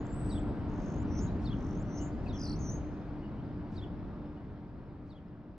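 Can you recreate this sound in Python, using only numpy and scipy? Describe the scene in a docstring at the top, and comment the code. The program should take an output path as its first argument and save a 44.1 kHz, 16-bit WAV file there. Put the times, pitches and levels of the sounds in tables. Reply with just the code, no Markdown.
"""A starling to the left whistles, snaps its bill, rattles, buzzes and trills: sine voices with flicking pitch.
A sparrow to the right repeats a two-note chirp of gliding sines in a soft hiss; fainter birds call far off.
Under them a quiet city is heard from a park: traffic in shaped stereo noise and a ventilation plant humming
in unsteady sines, in time fading away. A building front echoes the birds with one slap and a noise-built tail."""
import sys
import numpy as np
from scipy import signal
from scipy.fft import rfft, irfft, next_fast_len
from scipy.io import wavfile
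from scipy.ndimage import uniform_filter1d, map_coordinates

SR = 44100
rng = np.random.default_rng(int(sys.argv[2]) if len(sys.argv) > 2 else 0)


def decibels_to_gain(level_db):
    """Convert a level in decibels to a linear amplitude gain (20 dB per decade)."""
    exponent = np.asarray(level_db, float) / 20
    return 10 ** exponent


def waveform_to_disk(signal):
    """Save audio, clipped to [-1, 1], as 16-bit WAV at the path in sys.argv[1]."""
    frames = np.transpose(np.atleast_2d(signal))
    scaled = np.clip(frames, -1, 1) * 32767
    samples = np.round(scaled).astype(np.int16)
    wavfile.write(sys.argv[1], SR, samples)


N = 246067


def unit(x):
    """Scales to an rms of 1."""
    return x / np.sqrt(np.mean(x ** 2) + 1e-20)


def along(points, hz):
    """Reads a curve of (frequency, value) points on a log frequency axis."""
    f, v = np.transpose(points)
    return np.interp(np.log(hz + 1), np.log(f + 1), v)


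def wobble(rate, size=N):
    """A smooth random curve with this many knots a second."""
    knots = rng.standard_normal(int(size * rate / SR) + 4)
    return map_coordinates(knots, [np.arange(size) * rate / SR])


def filtered(x, response):
    """Multiplies the spectrum by a complex response of frequency."""
    m = next_fast_len(N + 8192)
    return irfft(rfft(x, m) * response(np.fft.rfftfreq(m, 1 / SR)), m)[..., :N]


def shaped_noise(spectrum):
    """Mono noise of rms 1 with this spectrum."""
    return unit(filtered(rng.standard_normal(N), lambda hz: decibels_to_gain(along(spectrum, hz))))


def sampled(rows):
    """Sample times over the rows' span, then each column drawn as straight lines between the rows."""
    s, *cols = np.transpose(rows)
    t = np.arange(s[0], s[-1], 1 / SR)
    return t, *[np.interp(t, s, c) for c in cols]


def add(track, t, hz, db, overtone_db, waver_hz, flutter_db):
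    """A sung tone: an unsteady sine with two rough overtones and a little air, with soft ends."""
    size = len(t)
    phase = 2 * np.pi * np.cumsum(hz + waver_hz * wobble(350, size)) / SR
    ends = np.clip(np.minimum(t - t[0], t[-1] - t) / .003, 0, 1)
    rasp = decibels_to_gain(overtone_db) * (0.77 + wobble(680, size))
    air = decibels_to_gain(-14) * rng.standard_normal(size)
    overtones = np.sin(2 * phase) + decibels_to_gain(-3) * np.sin(3 * phase) + air
    tone = np.sin(phase) + rasp * overtones
    level = decibels_to_gain(db + flutter_db * wobble(250, size))
    track[round(t[0] * SR):][:size] += np.sqrt(2) * ends * level * tone


def flicked(t, hz, db, flick_hz, gap_ms, growth_ms, sharp, swell_db, share, overtone_db,
            hush_db=16, hold_db=0):
    """A phrase whose pitch flicks upward once a beat, the voice swelling up it and sinking on the way down."""
    track, k = np.zeros(N), np.arange(60)
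    beat_s = (k * gap_ms + growth_ms * k * (k - 1) / 2) / 1000
    beat = np.interp(t, t[0] + beat_s, k)
    effort = 1 + 0.11 * np.interp(beat, k, rng.standard_normal(len(k)))  # no two flicks alike
    flick = np.abs(np.cos(np.pi * beat)) ** (2 * sharp)
    held = np.sin(np.pi * beat) ** 4  # a level note between two flicks
    swell = swell_db * effort * flick * np.clip(flick_hz / 500, 0, 1)  # small flicks swell less
    rise_hz = flick_hz * (flick + share * held)
    fall_hz_per_s = -np.gradient(rise_hz) * SR
    hush = hush_db * np.clip(fall_hz_per_s / 10 ** 6, 0, 1)
    level_db = db + swell + hold_db * held - hush
    add(track, t, hz + rise_hz, level_db, overtone_db, waver_hz=122, flutter_db=1.5)
    return track


# stereo likeness of the city: frequency_hz, left_right_correlation
CITY_LIKENESS = [(40, .8), (120, .95), (300, .99), (1000, .84), (4300, .6), (9000, .2)]
# phase between the ports, also for sparrow and far birds: frequency_hz, left_lead_rad
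STREET_LEAD = [(100, 0), (900, -.3), (3600, -.85), (5000, -.6), (7000, -1.2)]
# level between the ports: frequency_hz, left_over_right_db
CITY_LEAN = [(40, 1.3), (160, .3), (600, 2), (8000, 0)]


def rush(spectrum, patchy_db):
    """Stereo noise of rms 1 with faint patches in time and pitch, spread and tilted between the ports."""
    z = signal.stft(rng.standard_normal((2, N)), nperseg=512)[2]
    field = uniform_filter1d(rng.standard_normal(z.shape[1:]), 5, 0)
    patches = unit(uniform_filter1d(field, 12, 1))
    pair = signal.istft(z * decibels_to_gain(patchy_db * patches), nperseg=512)[1][:, :N]

    def spread(hz):
        turn = np.arccos(np.clip(along(CITY_LIKENESS, hz), -1, 1)) / 2
        return decibels_to_gain(along(spectrum, hz)) * [np.cos(turn), np.sin(turn)]

    def ports(hz):
        half = np.array([[.5], [-.5]])
        return decibels_to_gain(half * along(CITY_LEAN, hz)) * np.exp(1j * half * along(STREET_LEAD, hz))

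    mid, side = filtered(pair, spread)
    return unit(filtered(np.array([mid + side, mid - side]), ports))


# city levels: time_s, rumble_db, tyre_roar_db
CITY_LEVELS = [(0, -37, -48), (1, -36, -47.5), (2.2, -37.5, -49.5), (3.2, -40.5, -51.5),
               (4.2, -42.5, -53.5), (4.699, -45.5, -57), (5.58, -51.5, -60.5)]
# engine rumble spectrum: frequency_hz, relative_db_per_hz
RUMBLE_SPECTRUM = [(10, -30), (18, -6.5), (48, 1), (200, -2), (290, -6), (450, -17.5), (700, -70),
                   (1000, -120)]
# tyre roar spectrum: frequency_hz, relative_db_per_hz
ROAR_SPECTRUM = [(180, -32), (300, -8.5), (400, -12.5), (700, -15.5), (1400, -24), (2200, -34), (3200, -40),
                 (5200, -48), (6300, -59.5), (9000, -65.5), (12000, -90.5), (16000, -120)]
# ventilation tones: pitch_hz, level_over_roar_db, waver_hz
FAN_TONES = [(295.7, -0.5, 0.41), (298.4, -3, 0.49), (597, -15, 2.94), (920, -19, 3), (210, -4, 6.6)]


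def city():
    """Engines rumble and tyres roar as noise; the close fan tones beat against each other over them."""
    t = np.arange(N) / SR
    s, *levels = np.transpose(CITY_LEVELS)
    rumble_db, roar_db = [np.interp(t, s, level) for level in levels]
    hum = np.zeros(N)
    for hz, db, waver_hz in FAN_TONES:
        level = np.sqrt(2) * decibels_to_gain(db + 1.6 * wobble(3.93))
        hum += level * np.sin(2 * np.pi * np.cumsum(hz + waver_hz * wobble(6)) / SR)
    rumble = decibels_to_gain(rumble_db + 1.1 * wobble(2.94)) * rush(RUMBLE_SPECTRUM, patchy_db=0.36)
    roar_and_hum = decibels_to_gain(roar_db) * (rush(ROAR_SPECTRUM, patchy_db=0.86) + hum)
    fade_in = np.clip(t / .008, 0, 1)
    return fade_in * (rumble + roar_and_hum)


# starling's opening note: time_s, pitch_hz, level_db
WHISTLE_NOTE = [(0, 6700, -74), (.04, 6800, -86), (.06, 7540, -65.5), (.07, 7500, -78), (.095, 7500, -72),
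                (.105, 7530, -69.5), (.13, 7280, -63.5), (.155, 8050, -65.5), (.2, 8010, -61),
                (.385, 7960, -61), (.403, 6960, -73)]


def whistle():
    """The starling's long thin opening note, almost a pure sine."""
    track = np.zeros(N)
    add(track, *sampled(WHISTLE_NOTE), overtone_db=-58, waver_hz=60, flutter_db=2)
    return track


# single far calls: start_s, length_s, start_hz, end_hz, arch_hz, level_db (at the middle)
FAR_CALLS = [(1.263, 0.041, 4170, 4250, -350, -68), (1.995, 0.044, 2850, 2695, 205, -66),
             (2.258, 0.023, 2710, 2230, 53, -60.5), (3.22, 0.055, 2800, 2670, 179, -73),
             (3.375, 0.032, 3000, 3250, -100, -73), (4.365, 0.022, 2800, 2940, 52, -76)]


def far_birds():
    """Short soft arched glides from further off, over a faint scattered chatter that fades with the city."""
    track = np.zeros(N)
    s, _, roar_db = np.transpose(CITY_LEVELS)
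    when, size, low, fall, loud = rng.random((140, 5)).T
    first_s, first_hz = when * (N / SR - .1), 3000 + 2300 * low
    chatter_db = np.interp(first_s, s, roar_db) - 39 + 7 * loud
    chatter = np.transpose([first_s, .015 + .025 * size, first_hz, first_hz - 900 * fall,
                            300 * size, chatter_db])
    for start_s, length_s, start_hz, end_hz, arch_hz, db in [*FAR_CALLS, *chatter]:
        u = np.arange(0, length_s, 1 / SR) / length_s
        arch = np.sin(np.pi * u)
        pitch_hz = start_hz + (end_hz - start_hz) * u + arch_hz * arch
        add(track, start_s + u * length_s, pitch_hz, db - 9 * (1 - arch),
            overtone_db=-40, waver_hz=50, flutter_db=1.5)
    return track


# starling's bill: start_s, level_db (before onset and decay), pitch_hz
BILL_SNAPS = [(.068, -47, 6560)]


def bill_snap():
    """The bill clicks shut: a sine and bright noise that start at once and die within milliseconds."""
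    track = np.zeros(N)
    t = np.arange(SR // 100) / SR
    for s, db, hz in BILL_SNAPS:
        envelope = decibels_to_gain(db - 60 * t / 0.0042) * (1 - np.exp(-t / 0.00019))
        click = .3 * np.diff(rng.standard_normal(len(t) + 1))
        track[round(s * SR):][:len(t)] += envelope * (np.sin(2 * np.pi * hz * t) + click)
    return track


# sparrow's chirps: start_s, level_db, pitch_factor
SPARROW_CALLS = [(.291, -50, 1.037), (1.4435, -48.5, 0.99), (2.27, -52.5, 1.01), (3.754, -52, 1.01),
                 (5.09, -62, 1)]
# two notes and a thin upper voice, a list each: time_from_start_s, pitch_hz (before factor), relative_db
CHIRP_NOTES = [
    [(0, 3970, -17), (.009, 4500, -14.5), (.015, 4680, -7.5), (.024, 3780, -8.5), (.04, 3620, -10.5),
     (.049, 3350, -9)],
    [(.056, 3100, -14), (.07, 3330, -7.5), (.085, 3340, -6.5), (.09, 2833, -9.5), (.096, 3270, -11.5),
     (.102, 2750, -15)],
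    [(.024, 5300, -22.5), (.03, 5350, -18), (.036, 5300, -24), (.051, 3800, -18.5), (.064, 4500, -26)],
]
# hiss around each chirp: frequency_hz, relative_db_per_hz
BREATH_SPECTRUM = [(2500, -60.5), (3300, -6), (5000, 0.5), (7000, -9.5), (12000, -22), (15000, -61)]


def sparrow():
    """One chirp of gliding sines in a soft hiss, repeated a little louder, softer, higher or lower."""
    breath_db, breath_lead_s, breath_s = -22.5, 0.061, 0.058  # breath_s: length of the rise and of the fall
    track, puff, time = np.zeros(N), np.zeros(N), np.arange(N) / SR
    for s, level_db, factor in SPARROW_CALLS:
        peak_s = s - breath_lead_s + breath_s
        puff += decibels_to_gain(level_db + breath_db) * np.clip(1 - np.abs(time - peak_s) / breath_s, 0, 1)
        for note in CHIRP_NOTES:
            t, hz, db = sampled(note)
            add(track, t + s, factor * hz, db + level_db, overtone_db=-32, waver_hz=45, flutter_db=1.5)
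    return track + puff * shaped_noise(BREATH_SPECTRUM)


# hiss of the bill under a rattle: frequency_hz, relative_db_per_hz
BILL_HISS = [(4300, -60), (5200, 1), (7600, -6.5), (8300, -60)]


def rattle(first, top, hz, db, gap_ms, growth_ms, swell_db):
    """Flicks swell on one pitch, then melt into a climbing hook that breaks off downward."""
    rise_db, full_s, flick_hz = 13.5, 0.18, 800  # swells by rise_db, full this long before the top
    hook_s, hook_bend, hook_top_hz, hook_under_db = .11, 1.9, 7500, 7  # hook_under_db: below the flicks
    drop_s, drop_hz, hiss_db = 0.011, 5100, 4.5  # hiss_db: over the voice between flicks
    t = np.arange(first, top + drop_s, 1 / SR)
    climb = np.clip(1 - (top - t) / hook_s, 0, 1)
    drop = np.clip((t - top) / drop_s, 0, 1)
    pitch_hz = hz + (hook_top_hz - hz) * climb ** hook_bend + (drop_hz - hook_top_hz) * drop
    full = top - full_s
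    softer_db = rise_db * np.clip((full - t) / (full - first), 0, 1)
    level_db = db - softer_db + (swell_db - hook_under_db) * climb
    hiss_level = decibels_to_gain(level_db + hiss_db) * (1 - climb) ** 2
    hiss = np.interp(np.arange(N) / SR, t, hiss_level, left=0, right=0) * shaped_noise(BILL_HISS)
    voice = flicked(t, pitch_hz, level_db, flick_hz * (1 - climb), gap_ms, growth_ms, 2.7, swell_db,
                    share=0.25, overtone_db=-28)
    return hiss + voice


# soft rattles: first_flick_s, hook_top_s, pitch_hz, level_db, first_gap_ms, gap_growth_ms (a flick),
# flick_swell_db
RATTLE_CALLS = [(.68, 1.025, 5760, -77, 20.2, 0.02, 14), (1.4985, 1.822, 5280, -81, 17.5, 0.36, 19)]


def rattles():
    """The starling's soft rattles, about 50 flicks a second."""
    return sum(rattle(*row) for row in RATTLE_CALLS)


BUZZ_GAP_MS = 6.45
# starling's buzzes: dip_s, level_db, pitch_factor, length_factor
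BUZZ_CALLS = [(1.191, -50, .99, .9), (1.985, -51.5, 1.016, 1.05)]
# one buzz around its loud dip, before the factors: time_from_dip_s, pitch_hz, relative_db, flick_hz
BUZZ_SHAPE = [(-.135, 5720, -29, 299), (-.07, 5490, -14.5, 597), (-.03, 5800, -9, 404),
              (-.014, 5710, -5, 697), (0, 5060, -0.5, 1170), (.016, 5530, -8, 907), (.032, 6320, -3.5, 930),
              (.062, 6400, -7.5, 820), (.088, 6310, -12.5, 800), (.096, 6270, -20, 500),
              (.104, 4560, -21.5, 100.2)]


def buzzes():
    """About 155 flicks a second fuse into a buzz."""
    track = np.zeros(N)
    for s, level_db, factor, length in BUZZ_CALLS:
        rows = np.multiply(BUZZ_SHAPE, [length, factor, 1, 1]) + [s, 0, level_db, 0]
        track += flicked(*sampled(rows), BUZZ_GAP_MS, 0, 0.97, swell_db=0, share=0,
                         overtone_db=-27, hush_db=13)
    return track


# loud sinking trill with its upswing: time_s, pitch_hz, level_db, flick_hz
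TRILL_PHRASE = [(2.325, 5700, -72, 900), (2.37, 5080, -61, 1301), (2.42, 4680, -51, 1500),
                (2.45, 4330, -51, 1650), (2.48, 3970, -53, 1752), (2.535, 4000, -54, 1701),
                (2.548, 4300, -65, 496), (2.562, 6050, -62.5, 1.5), (2.585, 6030, -73.5, -5)]


def trill():
    """Wide flicks, about 50 a second and slowing, with a note held between them."""
    return flicked(*sampled(TRILL_PHRASE), 17.8, 0.37, 4.6, swell_db=4.5, share=.38,
                   overtone_db=-21, hold_db=3)


# closing phrase, buzzed part: time_s, pitch_hz, level_db, flick_hz
CLOSING_BUZZ = [(2.586, 6100, -66, 395), (2.65, 5560, -57.5, 885), (2.675, 5640, -57.5, 596),
                (2.69, 5850, -53.5, 99)]
# closing phrase, rattled part: time_s, pitch_hz, level_db, flick_hz
CLOSING_RATTLE = [(2.679, 5840, -66.5, 1.5), (2.69, 5930, -50.5, 48), (2.71, 6150, -53.5, 599.5),
                  (2.76, 6380, -57, 313), (2.78, 6500, -66.5, 1.5), (2.81, 6440, -77, -2)]


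def closing_phrase():
    """The starling ends on fast flicks that give way to slow ones."""
    buzzed = flicked(*sampled(CLOSING_BUZZ), BUZZ_GAP_MS, 0, 0.89, swell_db=7, share=0, overtone_db=-27)
    rattled = flicked(*sampled(CLOSING_RATTLE), 21.3, 0, 4.4, swell_db=7.5, share=0, overtone_db=-26.5)
    return buzzed + rattled


# starling's colour, mostly on its overtones: frequency_hz, gain_db
THROAT_COLOUR = [(7400, -0.5), (8800, 6.5), (9900, -8.5), (12300, 3.5)]


def starling():
    """All the starling's sounds after its opening whistle begins, coloured by the throat."""
    track = bill_snap() + rattles() + buzzes() + trill() + closing_phrase()
    return filtered(track, lambda hz: decibels_to_gain(along(THROAT_COLOUR, hz)))


def placed(x, left_db, lead):
    """Sets a source in stereo by a level difference and a phase lead between the ports."""
    side = np.array([[.5], [-.5]])
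    return filtered(x, lambda hz: decibels_to_gain(side * left_db) * np.exp(1j * side * along(lead, hz)))


# echo tail of the buildings: frequency_hz, t60_s
FRONT_DECAY = [(2500, .6), (7000, .85)]


def echoes(x, slap_db, tail_db):
    """Branches blur the call at once; one slap comes off the nearest front, amid a diffuse tail."""
    hz, t, z = signal.stft(rng.standard_normal((2, SR)), SR, nperseg=256)
    late = decibels_to_gain(-60 * t / along(FRONT_DECAY, hz)[:, None])
    blur = 4.5 * decibels_to_gain(-60 * t / .07)
    tail = signal.istft(z * (late + blur), SR, nperseg=256)[1]
    diffuse = signal.fftconvolve(x[None], tail / np.linalg.norm(tail[0]), axes=1)[:, :N]
    slap = np.pad(x, (round(.036 * SR), 0))[:N]
    return decibels_to_gain(slap_db) * slap + decibels_to_gain(tail_db) * diffuse


# phase between the ports for the starling: frequency_hz, left_lead_rad
TREE_LEAD = [(4000, .1), (5600, 0.99), (6700, .6), (7700, 1.2), (8600, 2.3), (9700, 1.6), (12000, 2.4)]


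def scene():
    """Sets the birds in stereo over the city and adds their echoes."""
    left_bird, right_bird, far = whistle() + starling(), sparrow(), far_birds()
    birds = placed(left_bird, 1.5, TREE_LEAD)
    birds = birds + placed(right_bird, -0.7, STREET_LEAD) + placed(far, 6.8, STREET_LEAD)
    space = echoes(left_bird, slap_db=-20.5, tail_db=-9.5)
    space = space + echoes(right_bird, slap_db=-13.5, tail_db=-7.5)
    space = space + echoes(far, slap_db=-14, tail_db=0)
    return city() + birds + space


def low_pass(x):
    """Removes everything above the highest recorded frequency."""
    return signal.sosfilt(signal.butter(12, 15500, fs=SR, output="sos"), x)


# treble roll-off: frequency_hz, gain_db
MICROPHONE_RESPONSE = [(9500, 1), (16000, -21.5)]


def record(dry):
    """The small stereo microphone rolls off at the top; a constant faint noise floor lies beneath."""
    heard = filtered(dry, lambda hz: decibels_to_gain(along(MICROPHONE_RESPONSE, hz)))
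    hiss = decibels_to_gain(-99) * rng.standard_normal(dry.shape)
    return low_pass(heard + hiss)


dry = scene()
out = record(dry)
waveform_to_disk(out)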